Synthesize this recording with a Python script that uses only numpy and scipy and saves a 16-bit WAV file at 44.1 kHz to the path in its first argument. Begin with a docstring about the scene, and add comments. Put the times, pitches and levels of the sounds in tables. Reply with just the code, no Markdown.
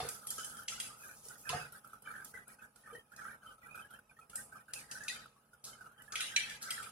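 """Steel kitchenware beside a simmering pot

Steel clinks (noisy crack plus ringing modes), a struck bowl, scrapes and dull worktop knocks, close to a phone.
A wide pot simmers on a gas stove: bubbles are damped gliding tones, single or crowded into clusters.
Filtered noise makes rumble, hiss and the kitchen's tail; sines make the hum. The phone's noise suppressor
holds these down and lets them up while something louder sounds."""
import sys
import numpy as np
from scipy import signal
from scipy.fft import rfft, irfft, next_fast_len
from scipy.io import wavfile
from scipy.ndimage import uniform_filter1d, minimum_filter1d

SR = 44100
rng = np.random.default_rng(int(sys.argv[2]) if len(sys.argv) > 2 else 0)


def materialize(psi):
    """Save the field psi as 16-bit PCM at rate SR to the path in sys.argv[1].

    A 1-D psi becomes a single channel; in a 2-D psi each row is a channel.
    """
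    bounded = np.clip(np.atleast_2d(psi).T, -1, 1)
    quanta = np.round(bounded * 32767).astype(np.int16)
    wavfile.write(sys.argv[1], SR, quanta)


N = 304731

# kitchen rumble, relative spectrum: f/Hz, level/dB
RUMBLE_SPECTRUM = [(24, -60), (40, -4.5), (180, -9.5), (218, -3), (333, -13.5), (462, -6.5), (1170, -12.5),
                   (1280, -2), (1500, -24.5), (1960, -23.5), (2470, -21.5), (2770, -21.5), (4000, -55),
                   (5200, -68), (8800, -120)]
# hum tones: f/Hz, level re rumble/dB
HUM_TONES = [(130, -5.5), (152, -9.5), (212, -7), (835, -7.5)]
# steam and gas hiss, relative spectrum: f/Hz, level/dB
HISS_SPECTRUM = [(2200, -92), (3000, -0.5), (4100, -6.5), (5100, -3), (7250, -5), (9000, 0.5), (10500, 8),
                 (12000, -4), (14000, -4), (16000, -11)]
# hiss level, suppressor open: t/s, level/dB
STEAM_LEVEL = [(0, -56), (1, -59), (2, -62.5), (3, -63), (4, -64), (5, -62.5), (6, -65), (6.9, -61.5)]
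# hiss texture: flicker/dB per standard deviation, spit size/dB
SIZZLE_DB = (10., 18.)
# clusters of small bubbles: start t/s, length/s, level/dB, f/Hz, finer bubbles f/Hz, their level re cluster/dB
CLUSTERS = [(0.001, 0.17, -54, 1365, 2440, -33), (0.222, 0.034, -57.5, 1326, 3210, -17),
            (0.313, 0.015, -58, 1367, 3250, -3), (0.389, 0.24, -54.5, 1401, 3174, -10.5),
            (0.703, 0.17, -61.5, 1437, 2900, 0), (0.895, 0.075, -60, 1255, 2680, -13),
            (1.009, 0.11, -55, 1460, 2463, -7.5), (1.3, 0.053, -61, 1435, 2570, -20),
            (1.472, 0.19, -50, 1418, 2590, -10), (1.738, 0.039, -61.5, 1383, 1880, -12),
            (1.86, 0.051, -60, 1374, 2380, -24), (1.907, 0.076, -61.5, 1314, 2420, -21),
            (2.065, 0.17, -53.5, 1482, 2260, -20.5), (2.354, 0.058, -58.5, 1517, 1985, -0.5),
            (2.494, 0.025, -59, 1417, 2384, -5.5), (2.621, 0.033, -57.5, 1500, 2300, -12),
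            (2.87, 0.069, -59.5, 1487, 2370, -13.5), (3.128, 0.041, -62.5, 1504, 2460, -18),
            (3.184, 0.16, -55.5, 1515, 2220, -16.5), (3.436, 0.086, -56, 1275, 3030, -18),
            (3.644, 0.049, -57, 1257, 2390, -7), (3.747, 0.061, -51, 1422, 2465, -7.5),
            (3.848, 0.025, -66, 1492, 3040, -8), (3.911, 0.04, -56.5, 1412, 3110, -8.5),
            (3.953, 0.022, -70, 1490, 2600, -25), (4.347, 0.065, -58, 1550, 2370, -20),
            (4.528, 0.064, -56.5, 1350, 2360, -16), (4.707, 0.03, -62, 1519, 2700, -11.5),
            (4.765, 0.022, -60.5, 1300, 2507, 7), (4.802, 0.029, -58.5, 1694, 2170, -22),
            (4.903, 0.31, -55, 1547, 2640, -19), (5.662, 0.089, -63.5, 1400, 3080, -13),
            (5.793, 0.13, -60.5, 1344, 2790, -23), (5.992, 0.028, -56.5, 1510, 3040, -7.5),
            (6.124, 0.11, -51, 1372, 2650, -14), (6.31, 0.2, -53, 1705, 2380, -28),
            (6.626, 0.23, -51.5, 1423, 2200, -17)]
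# bubbles that stand out: t/s, peak level/dB, f/Hz
BUBBLES = [(0.246, -51.5, 1300), (0.379, -42, 1297), (0.386, -48, 3010), (0.285, -48, 3230),
           (0.405, -42, 1465), (0.429, -48, 3020), (0.47, -54, 1500), (0.589, -42, 1400),
           (0.718, -45, 1346), (0.778, -48, 1437), (0.902, -51.5, 1223), (1.031, -57, 2530),
           (1.09, -51, 1475), (1.305, -46, 1440), (1.353, -54.5, 1440), (1.453, -46, 1730),
           (1.54, -46, 1800), (1.563, -48, 1840), (1.646, -46, 1417), (1.496, -38.5, 1010),
           (1.516, -50, 1180), (1.727, -50, 1390), (2.05, -60.5, 3050), (2.058, -51, 2344),
           (2.084, -53, 2290), (2.11, -45, 1380), (2.359, -52.5, 1970), (2.47, -56.5, 1425),
           (2.585, -55.5, 1510), (2.619, -49.5, 1510), (2.759, -59.5, 1400), (2.835, -59, 1820),
           (2.858, -50.5, 1786), (2.872, -51, 1270), (2.899, -49, 1236), (2.93, -59, 3115),
           (2.955, -62, 3080), (2.99, -58, 3145), (2.991, -55.5, 1835), (3.093, -74.5, 2430),
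           (3.215, -48, 1444), (3.324, -68, 1410), (2.949, -44.5, 1827), (3.117, -51.5, 1416),
           (3.19, -47, 1706), (3.25, -42, 1350), (3.308, -48, 1790), (3.318, -74, 2300), (3.29, -60, 2350),
           (3.457, -47.5, 1306), (3.469, -55.5, 3075), (3.629, -56.5, 1970), (3.707, -51, 2470),
           (3.776, -61, 2420), (3.845, -51, 1656), (3.94, -60, 3110), (3.54, -62, 1280), (3.58, -58, 1304),
           (3.907, -49.5, 1414), (4.093, -58.5, 2436), (4.11, -59, 1530), (4.166, -58.5, 1820),
           (4.188, -50.5, 1307), (4.211, -59.5, 2505), (4.224, -58, 1360), (2.489, -79, 2240),
           (2.591, -61, 2570), (3.665, -71, 2430), (3.819, -57, 3090), (4.331, -47.5, 1392),
           (4.378, -47.5, 1820), (4.521, -50.5, 1510), (4.553, -48, 1252), (4.686, -52, 1480),
           (4.951, -44, 1504), (5.005, -42.5, 1694), (5.025, -54, 1780), (5.047, -47, 1784),
           (5.096, -42, 1927), (5.16, -49, 1426), (5.36, -63, 1126), (5.531, -54, 1435), (5.679, -52, 1355),
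           (5.73, -56.5, 3100), (5.729, -59, 2140), (5.75, -56, 1376), (5.807, -48, 1500),
           (5.858, -47.5, 1330), (5.991, -54.5, 1720), (6.078, -49.5, 1700), (6.123, -47.5, 1400),
           (6.138, -42.5, 1278), (6.196, -42, 1470), (6.368, -42, 1704), (6.504, -44, 1730),
           (6.546, -49, 1690), (6.63, -47, 1364), (6.68, -53, 1406), (6.69, -46, 2210), (6.715, -44, 2040),
           (6.73, -45.5, 2020), (6.784, -46, 1483), (6.839, -51, 2390), (6.867, -48.5, 1292)]
# pops of a few cycles where a skin of broth snaps: t/s, level before POP_DB/dB, f/Hz
POPS = [(0.378, -53, 1380), (1.517, -31.5, 1114), (1.8446, -37.5, 1360), (1.932, -33, 1320),
        (2.0733, -30.5, 1550), (2.0886, -37, 1450), (2.104, -31, 1360), (2.138, -36, 1680),
        (2.152, -34, 1720), (2.162, -36, 1480), (2.1993, -36.5, 1600), (2.3382, -37, 1530),
        (2.373, -34, 1510), (3.1352, -44, 1630), (3.2508, -61, 1140), (3.252, -39, 1244),
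        (3.265, -34.5, 1386), (3.2807, -31.5, 1530), (3.297, -40, 1540), (3.313, -38, 1480),
        (3.746, -36, 1380), (3.774, -35.5, 1380), (3.798, -38, 1400), (3.9884, -39, 1470),
        (4.6817, -42, 1507), (5.257, -37.5, 1356), (5.5316, -62.5, 1440), (6.686, -31.5, 1380),
        (6.692, -38, 1400), (6.7771, -29, 1720), (6.801, -31, 1330), (6.8434, -50, 1320)]
# deep glugs: t/s, peak level/dB, f/Hz, t60/s
GLUGS = [(0.385, -48.5, 467, 0.024), (1.26, -59, 440, 0.05), (2.338, -59, 450, 0.072),
         (2.925, -49, 462.7, 0.16), (2.95, -48, 485, 0.029), (2.981, -53, 440, 0.039),
         (4.94, -58, 510, 0.045)]
# dull knocks of something set down: t/s, nominal level/dB, loudest ring f/Hz, left minus right/dB
KNOCKS = [(0.001, -26.5, 690, -3), (0.013, -47, 755, -24), (0.028, -30.5, 89, -2), (0.049, -35, 457, -3),
          (1.491, -49, 1300, 7), (1.5, -36, 139, -3), (1.518, -40, 1160, -18), (1.529, -28, 740, -3),
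          (1.537, -32.5, 730, -1), (1.5447, -31.5, 123, -1.5), (1.547, -28.5, 730, -2),
          (1.567, -44, 121, 0.0), (1.591, -39, 734, -4), (1.604, -46, 127, -2), (1.512, -40, 460, -6),
          (1.574, -46, 460, 0.1), (1.625, -49, 885, -6), (1.646, -48, 140, -2.5)]
# worktop modes: f/Hz, level/dB, t60/s
WORKTOP_MODES = [(100.6, -7, 0.15), (148, 2, 0.11), (459, 7, 0.046), (730, 6.5, 0.074), (880, -3, 0.065),
                 (1150, 10, 0.0095), (1227, 8, 0.028)]
# scrapes of steel on steel: t/s, crest level/dB, swell/s, fade/s, base f/Hz, left minus right/dB
SCRAPES = [(0.95, -59, 0.05, 0.092, 4800, -1.5), (1.134, -61.5, 0.021, 0.041, 4460, -1),
           (1.224, -56, 0.015, 0.032, 4700, 0.1), (1.359, -59.5, 0.023, 0.055, 5070, -2),
           (5.638, -47, 0.0018, 0.032, 3000, -1), (6.612, -44.5, 0.013, 0.014, 3030, 0),
           (6.692, -64.5, 0.008, 0.012, 2500, 20)]
# blows on a steel bowl: t/s, peak level/dB, left minus right/dB
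BOWL_HITS = [(6.362, -16.5, -5), (6.496, -52, -4)]
# bowl modes: f/Hz, level/dB, t60/s
BOWL_MODES = [(2100, -14, 0.057), (2320, -4, 0.099), (2373, -2.5, 0.076), (2622, -13, 0.054),
              (3330, -15, 0.052), (3990, -0.5, 0.022), (5930, 1, 0.026)]
# steel clinks: t/s, nominal level/dB, loudest ring f/Hz,
# relative crack levels of body/dB, edge/dB, air/dB, left minus right/dB
CLINKS = [(0.0014, -32, 2110, 7, 4, -38, 0.5), (0.0874, -26, 10700, -35, -9, -12, -2.5),
          (0.269, -30, 9600, -23, -15, -35, 1), (0.3034, -27, 10000, -31, -7, -16, -1.5),
          (0.3809, -36.5, 7700, -16, -3, -32, 10), (0.3942, -39.5, 3120, -11, -2, -30, -6),
          (0.444, -31, 10300, -28, -12, -23, -4), (0.5682, -41, 3240, -22, -10, -30, -1),
          (0.6813, -27, 3170, -6.5, -2, -42, 1), (0.7999, -26, 3240, -12.5, -9, -37, -0.5),
          (1.2516, -42, 9900, -47, -11, -22, 2), (1.2834, -46, 9800, -50, -7, -16, -24.5),
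          (1.4909, -25, 3000, -6, -3.5, -43, -0.5), (1.722, -40, 10200, -46, -28.5, -9, -2),
          (1.8725, -55.5, 10600, -44, -14, 0, -24), (2.021, -46, 10100, -44, -19, -16, -5),
          (2.2453, -36, 10500, -43, -10, -9, -3), (2.478, -41.5, 9000, -34, -32, -33, 3),
          (2.758, -50, 2420, -19, -10, -29, -7), (3.162, -43.5, 5860, -33, -2, -13, -3),
          (3.754, -44.5, 2320, -12, -14, -8, -9.5), (3.9057, -50, 3200, -14, -27, -5, -8),
          (4.2966, -41, 3270, -14, -11, -40, 0), (4.355, -26, 11200, -39, -16, -20, -0.5),
          (4.7343, -27.5, 8400, -16.5, -9, -19, 0.5), (4.9121, -31, 2830, -14, -4, -24, 2),
          (5.035, -36.5, 10000, -36, -4, -21, 1), (5.0811, -27, 2530, -1.5, -2.5, -40, 0.5),
          (6.0195, -45.5, 9500, -24, -21, -23, -8), (6.1211, -33.5, 2550, -8, 0, -39, 3),
          (6.1551, -26, 2440, 1.5, -4, -32, -0.5), (6.2047, -25.5, 2370, -0.5, -5, -38, 0.5),
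          (6.266, -36.5, 2680, -11, -7, -23, -3), (6.3618, -20.5, 2830, 6.5, -2.5, -34, 2),
          (6.4961, -33.5, 2230, 2, -1, -35, -1.5), (6.7046, -24.5, 3010, -11, -8.5, -23, 0),
          (6.827, -36.5, 2680, -9, -10.5, -21, 1)]
# clinking steel modes: f/Hz, level/dB, t60/s
STEEL_MODES = [(1955, -6, 0.045), (2330, -6, 0.04), (2385, -2, 0.045), (2540, -2, 0.032), (2670, -2, 0.032),
               (2960, -6, 0.03), (3240, -3, 0.04), (3750, -6, 0.035), (4120, -3, 0.022), (4500, -6, 0.028),
               (5720, 4, 0.016), (7240, 6, 0.016), (9710, 13, 0.011), (11300, 1, 0.011)]
# crack bands body, edge, high, air: centre f/Hz, width/Hz
CRACK_BANDS = [(3000, 2070), (6200, 2900), (9700, 3130), (13400, 2560)]

RUMBLE_DB = -63.5  # 160-1520 Hz rms, suppressor open
HUM_WANDER_RAD = 9.  # rms phase drift in 1 s
SWELL_DB_PER_S, FADE_DB_PER_S = 564, 398  # cluster onset and decay
SIMMER_DB = -79.5  # small bubbles between clusters
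LOWEST_HZ = 1226  # small-bubble pitches fold upward here
SPREAD, FINE_SPREAD = 0.1165, 0.036  # pitch scatter as a share
SIZE_SCATTER_DB = 4.5
POP_DB, POP_T60_S, POP_RISE_S = -8, 0.011, 0.004
GRIT_DB = 3.5
STEEL_LAG_S = .00006  # steel is nearer the right port
CRACK_HIGH_DB = -4  # relative level of the high band, every crack
RING_DB, CRACK_DB = -6, -0.5  # re nominal clink level
RING_PER_DB = 0.95  # extra ring per dB of clink level over -25 dB
RATTLE_DB, RATTLE_S = -34.5, 0.18  # ticks trailing a clink
RING_SEND_DB, BOWL_SEND_DB = -11, -15  # level into the kitchen
THIN_HZ, THIN_SEND_DB = 7000, -1.5  # clinks ringing above this are light ticks
TAIL_FLICKER_DB = 6.  # per standard deviation
OPEN_DB, SHUT_DB, LISTEN_S = -46.5, -68.5, 0.01  # fully open, lowest level told apart, averaging
TREBLE_OPEN_DB, TREBLE_SHUT_DB, HOLD_S = -46.5, -69.5, 0.067  # steel alone also opens the treble
RUMBLE_SLOPE, HISS_SLOPE, TAIL_SLOPE = 0.59, 0.71, 0.49  # dB of cut per dB under open level
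TOP_HZ = 15900


def undb(db):
    """dB to amplitude."""
    return 10 ** (np.asarray(db, float) / 20)


def unit(x):
    """Scale to rms 1."""
    return x / np.sqrt(np.mean(x ** 2))


def band(x, f_hz, width_hz):
    """Band-pass, six poles."""
    edges_hz = [max(f_hz - width_hz / 2, 20), min(f_hz + width_hz / 2, .45 * SR)]
    return signal.sosfilt(signal.butter(3, edges_hz, "band", fs=SR, output="sos"), x)


def curve(table):
    """Columns of a table, interpolated to one value a sample."""
    t_s, *columns = np.transpose(table)
    return [np.interp(np.arange(N) / SR, t_s, c) for c in columns]


def ring(f_hz, t60_s, rise_s, glide=0., phase=0., order=1):
    """Decaying sine with a soft start, envelope peak 1; glide is the pitch change by t60 as a share."""
    t = np.arange(int(.8 * t60_s * SR) + 8) / SR
    shape = (1 - np.exp(-t / rise_s)) ** order * np.exp(-np.log(1000) * t / t60_s)
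    cycles = f_hz * (t + glide * t ** 2 / (2 * t60_s))
    return shape / shape.max() * np.sin(2 * np.pi * cycles + phase)


def add(out, t_s, x, pan_db, lag_s=0.):
    """Mix x in at t_s; the left port hears it lag_s later."""
    for channel, side in enumerate((.5, -.5)):
        i = max(int((t_s + side * lag_s) * SR), 0)
        part = x[:N - i]
        out[channel, i:i + len(part)] += part * undb(side * pan_db)


def struck(modes, near_hz, focus_db, rise_s, far_db, detune, scatter_db):
    """Struck solid: modes lose focus_db per octave from near_hz, up to far_db; every blow varies."""
    out = np.zeros(int(.2 * SR))
    for (f_hz, level_db, t60_s), (u, v) in zip(modes, rng.standard_normal((len(modes), 2))):
        x = ring(f_hz * (1 + detune * u), min(t60_s, .2), rise_s, phase=v)
        loss_db = min(focus_db * abs(np.log2(f_hz / near_hz)), far_db)
        out[:len(x)] += x * undb(level_db + scatter_db * v - loss_db)
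    return out / np.abs(out).max()


def coloured(spectrum, alike_hz, noise):
    """Two noises given a spectrum and mixed to stereo, alike in both channels below alike_hz."""
    size = next_fast_len(N)
    f_hz = np.maximum(np.arange(size // 2 + 1) * SR / size, 1)
    point_hz, point_db = np.transpose(spectrum)
    gain = undb(np.interp(np.log(f_hz), np.log(point_hz), point_db))
    mid, side = rfft(noise, size) * gain
    side = side * f_hz / np.hypot(f_hz, alike_hz)
    return irfft(np.array([mid + side, mid - side]), size)[:, :N]


def flicker(x, flicker_db):
    """Narrow bands waver alone over a few hundredths of a second; lifts are capped, dips are not."""
    z = signal.stft(x, nperseg=1024)[2]
    walk = uniform_filter1d(rng.standard_normal(z.shape[1:]), size=4, axis=0)
    walk = uniform_filter1d(walk, size=3, axis=1)
    return signal.istft(z * undb(flicker_db * np.minimum(unit(walk), 1)))[1][:, :N]


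def sizzle(flicker_db, spit_db):
    """Hiss of steam and gas: flickering noise with tiny random spits."""
    spits = undb(spit_db) * (rng.random((2, N)) < .0012) * rng.standard_normal((2, N))
    noise = rng.standard_normal((2, N)) + spits
    hiss = flicker(coloured(HISS_SPECTRUM, 350.0, noise), flicker_db)
    return hiss / np.sqrt(np.mean(band(hiss, 13580, 6870) ** 2))


def hum_tone(f_hz):
    """Sine whose phase drifts as a random walk."""
    drift_rad = HUM_WANDER_RAD * np.cumsum(rng.standard_normal(N)) / np.sqrt(SR)
    return np.sin(2 * np.pi * f_hz * np.arange(N) / SR + drift_rad)


def background(rumble_db, hiss_db):
    """Kitchen rumble and hum, leaning right, plus hiss."""
    rumble = coloured(RUMBLE_SPECTRUM, 1100.0, rng.standard_normal((2, N)))
    rumble /= np.sqrt(np.mean(band(rumble, 840, 1360) ** 2))
    hum = sum(undb(level_db) * hum_tone(f_hz) for f_hz, level_db in HUM_TONES)
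    lean = undb([[-1.1], [1.1]])
    return undb(rumble_db) * lean * (rumble + hum) + undb(hiss_db) * sizzle(*SIZZLE_DB)


def db_under_open(x, open_db, shut_db, hold_s):
    """Suppressor detector: dB by which the smoothed, held power lies under the opening level."""
    k, hold = max(int(LISTEN_S * SR / 2), 1), max(int(hold_s * SR), 1)
    power = uniform_filter1d(np.mean(x ** 2, axis=0), k)
    held = -minimum_filter1d(-power, hold, origin=(hold - 1) // 2)
    power = uniform_filter1d(held, k)
    return np.minimum(10 * np.log10(np.maximum(power, 0) + undb(shut_db) ** 2) - open_db, 0)


def kitchen(x, t60_s, wet_db, tilt_hz):
    """Diffuse room tail: wide decaying noise, duller as it fades."""
    t = np.arange(int(t60_s * SR)) / SR
    mid, side = rng.standard_normal((2, len(t))) * (1 - np.exp(-t / 0.00058))
    side = signal.lfilter(*signal.butter(2, 350, "high", fs=SR), side)  # bass alike in both channels
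    noise = mid + side * np.array([[1], [-1]])
    dull = signal.lfilter(*signal.butter(1, tilt_hz, fs=SR), noise)
    bright = undb(-4.0) * (noise - dull)
    tail = dull * np.exp(-np.log(1000) * t / t60_s) + bright * np.exp(-np.log(1000) * t / (0.84 * t60_s))
    tail /= np.sqrt((tail ** 2).sum(1, keepdims=True))
    return undb(wet_db) * signal.oaconvolve(x, tail, axes=1)[:, :N]


def boil(fine):
    """Level/dB of small (fine=0) or finer (fine=1) bubbles: clusters swell, hold and fade."""
    t = np.arange(0, N / SR, .001)
    levels_db = []
    for start_s, length_s, level_db, _, _, fine_db in CLUSTERS:
        swell_db = SWELL_DB_PER_S * np.maximum(start_s - t, 0)
        fade_db = FADE_DB_PER_S * np.maximum(t - start_s - length_s, 0)
        levels_db.append(level_db + fine * fine_db - swell_db - fade_db)
    level_db = np.maximum(np.max(levels_db, axis=0), SIMMER_DB - 11.0 * fine)
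    return np.interp(np.arange(N) / SR, t, level_db)


def crowd(times_s, pitches_hz, spread, glide):
    """Small bubbles: damped tones scattered in pitch, size, length, glide and place."""
    out = np.zeros((2, N))
    for t_s, f_hz, (a, b, c, d, e) in zip(times_s, pitches_hz, rng.standard_normal((len(times_s), 5))):
        f_hz = LOWEST_HZ + abs(f_hz * (1 + spread * a) - LOWEST_HZ)
        t60_s = 0.029 * np.exp(0.45 * d)
        tone = ring(f_hz, t60_s, 0.19 * t60_s, glide * (0.28 + e), 6 * c, order=2)
        add(out, t_s, undb(SIZE_SCATTER_DB * b) * tone, -1.5 + 3 * c, 0.00027 * c)
    return unit(out)


def small_bubbles():
    """Random crowds of small and finer bubbles, pitched by cluster and shaped by the boil level."""
    start_s, length_s, _, pitch_hz, fine_pitch_hz, _ = np.transpose(CLUSTERS)
    middle_s = start_s + length_s / 2
    small_s, fine_s = rng.random(size=3700) * N / SR, rng.random(size=700) * N / SR
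    small_hz = np.interp(small_s, middle_s, pitch_hz)
    fine_hz = fine_pitch_hz[np.abs(fine_s[:, None] - middle_s).argmin(axis=1)]  # nearest cluster
    small = undb(boil(fine=0)) * crowd(small_s, small_hz, SPREAD, 0.065)
    return small + undb(boil(fine=1.0)) * crowd(fine_s, fine_hz, FINE_SPREAD, 0.039)


def large_bubbles():
    """Bursting bubbles glide up, each with a fainter follower; pops are short, glugs deep."""
    out = np.zeros((2, N))
    for (t_s, level_db, f_hz), (a, b, c) in zip(BUBBLES, rng.standard_normal((len(BUBBLES), 3))):
        t60_s, gap_s = 0.044 * np.exp(0.023 * a), 0.016 + 0.0023 * b
        for k in range(2):
            tone = ring(f_hz * (1 + 0.024 * k * b), t60_s, 0.0037, 0.0082, order=2)
            add(out, t_s + k * gap_s, undb(level_db - 7.8 * k) * tone, -2.5 + 3.5 * c, 0.000084 * a)
    for t_s, level_db, f_hz in POPS:
        add(out, t_s, undb(level_db + POP_DB) * ring(f_hz, POP_T60_S, POP_RISE_S, 0.014, order=3), -2.)
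    for t_s, level_db, f_hz, t60_s in GLUGS:
        add(out, t_s, undb(level_db) * ring(f_hz, t60_s, 0.04 * t60_s, 0.21), -3.)
    return out


def knocks():
    """Soft blows into low worktop modes, each with a dull noise rattle."""
    out, t = np.zeros((2, N)), np.arange(int(.1 * SR)) / SR
    for t_s, level_db, f_hz, pan_db in KNOCKS:
        rattle = band(rng.standard_normal(len(t)), 967, 1770) * (1 - np.exp(-t / 0.0073)) * np.exp(-t / 0.03)
        blow = struck(WORKTOP_MODES, f_hz, focus_db=18.0, rise_s=0.002, far_db=18.7, detune=0.0088,
                      scatter_db=2.7)
        add(out, t_s, undb(level_db - 4.5) * blow, pan_db)
        add(out, t_s, undb(level_db - 15.5) * rattle / np.abs(rattle).max(), pan_db)
    return out


def scrapes():
    """Steel on steel: gritty treble noise that swells and fades."""
    out, t = np.zeros((2, N)), np.arange(int(.25 * SR)) / SR
    for t_s, level_db, swell_s, fade_s, base_hz, pan_db in SCRAPES:
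        grit = undb(GRIT_DB * unit(uniform_filter1d(rng.standard_normal(len(t)), size=60)))
        shape = (1 - np.exp(-t / swell_s)) ** 2 * np.exp(-t / fade_s)
        noise = unit(band(rng.standard_normal(len(t)) * grit, base_hz + 4500, 7300))
        add(out, t_s, undb(level_db) * noise * shape / shape.max(), pan_db, STEEL_LAG_S)
    return out


def bowl_hits(out, send):
    """Steel bowl struck by the utensil: all modes ring; adds to the direct sound and the room send."""
    for t_s, level_db, pan_db in BOWL_HITS:
        blow = undb(level_db) * struck(BOWL_MODES, 2385, focus_db=0., rise_s=0.0043, far_db=0.,
                                       detune=0.00042, scatter_db=1.4)
        add(out, t_s, blow, pan_db, STEEL_LAG_S)
        add(send, t_s, blow * undb(BOWL_SEND_DB), pan_db, STEEL_LAG_S)


def crack_noise(colour_db):
    """Contact noise: a short puff and trailing ticks, coloured in four bands, peak 1."""
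    t = np.arange(int(.1 * SR)) / SR
    ticks = uniform_filter1d(1. * (rng.random(len(t)) < 0.004), size=40) * 40
    shape = np.exp(-t / 0.0035) + undb(RATTLE_DB) * ticks * np.exp(-t / RATTLE_S)
    puff = rng.standard_normal(len(t)) * (1 - np.exp(-t / 0.0022)) * shape
    crack = sum(undb(db) * unit(band(puff, *b)) for db, b in zip(colour_db, CRACK_BANDS))
    return crack / np.abs(crack).max()


def clinks(out, send):
    """Noisy crack plus ringing steel modes; adds to the direct sound and the room send."""
    for t_s, level_db, f_hz, body_db, edge_db, air_db, pan_db in CLINKS:
        crack = undb(level_db + CRACK_DB) * crack_noise((body_db, edge_db, CRACK_HIGH_DB, air_db))
        ring_db = level_db + RING_DB + RING_PER_DB * (level_db + 25.0)  # harder clinks ring more
        steel = undb(ring_db) * struck(STEEL_MODES, f_hz, focus_db=69.0, rise_s=0.0069, far_db=20.8,
                                       detune=0.011, scatter_db=3.2)
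        for x, send_db in ((steel, RING_SEND_DB), (crack, THIN_SEND_DB * (f_hz > THIN_HZ))):
            add(out, t_s, x, pan_db, STEEL_LAG_S)
            add(send, t_s, x * undb(send_db), pan_db, STEEL_LAG_S)


def scene():
    """Near sources over suppressed room tails and background."""
    steel, send = np.zeros((2, N)), np.zeros((2, N))
    clinks(steel, send)
    bowl_hits(steel, send)
    wood, broth, rub = knocks(), large_bubbles() + small_bubbles(), scrapes()
    tails = flicker(kitchen(send + undb(-3) * rub, 0.48, 0.5, 6300), TAIL_FLICKER_DB)
    tails = tails + kitchen(wood, 0.29, -8.0, 3000) + kitchen(broth, 0.12, -6.5, 3000)
    steel = steel + rub
    near = steel + wood + broth
    under_db = db_under_open(near + undb(5.5) * tails, OPEN_DB, SHUT_DB, 0.0013)
    treble_under_db = np.maximum(db_under_open(near, OPEN_DB, TREBLE_SHUT_DB, 0.0032),
                                 db_under_open(steel, TREBLE_OPEN_DB, TREBLE_SHUT_DB, HOLD_S))
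    hiss_db = curve(STEAM_LEVEL)[0] + HISS_SLOPE * treble_under_db
    floor = background(RUMBLE_DB + RUMBLE_SLOPE * under_db, hiss_db)
    return near + undb(TAIL_SLOPE * under_db) * tails + floor


def record(dry):
    """The phone cuts the top: steep elliptic low-pass."""
    return signal.sosfilt(signal.ellip(10, .2, 70, TOP_HZ, fs=SR, output="sos"), dry)


dry = scene()
out = record(dry)
materialize(out)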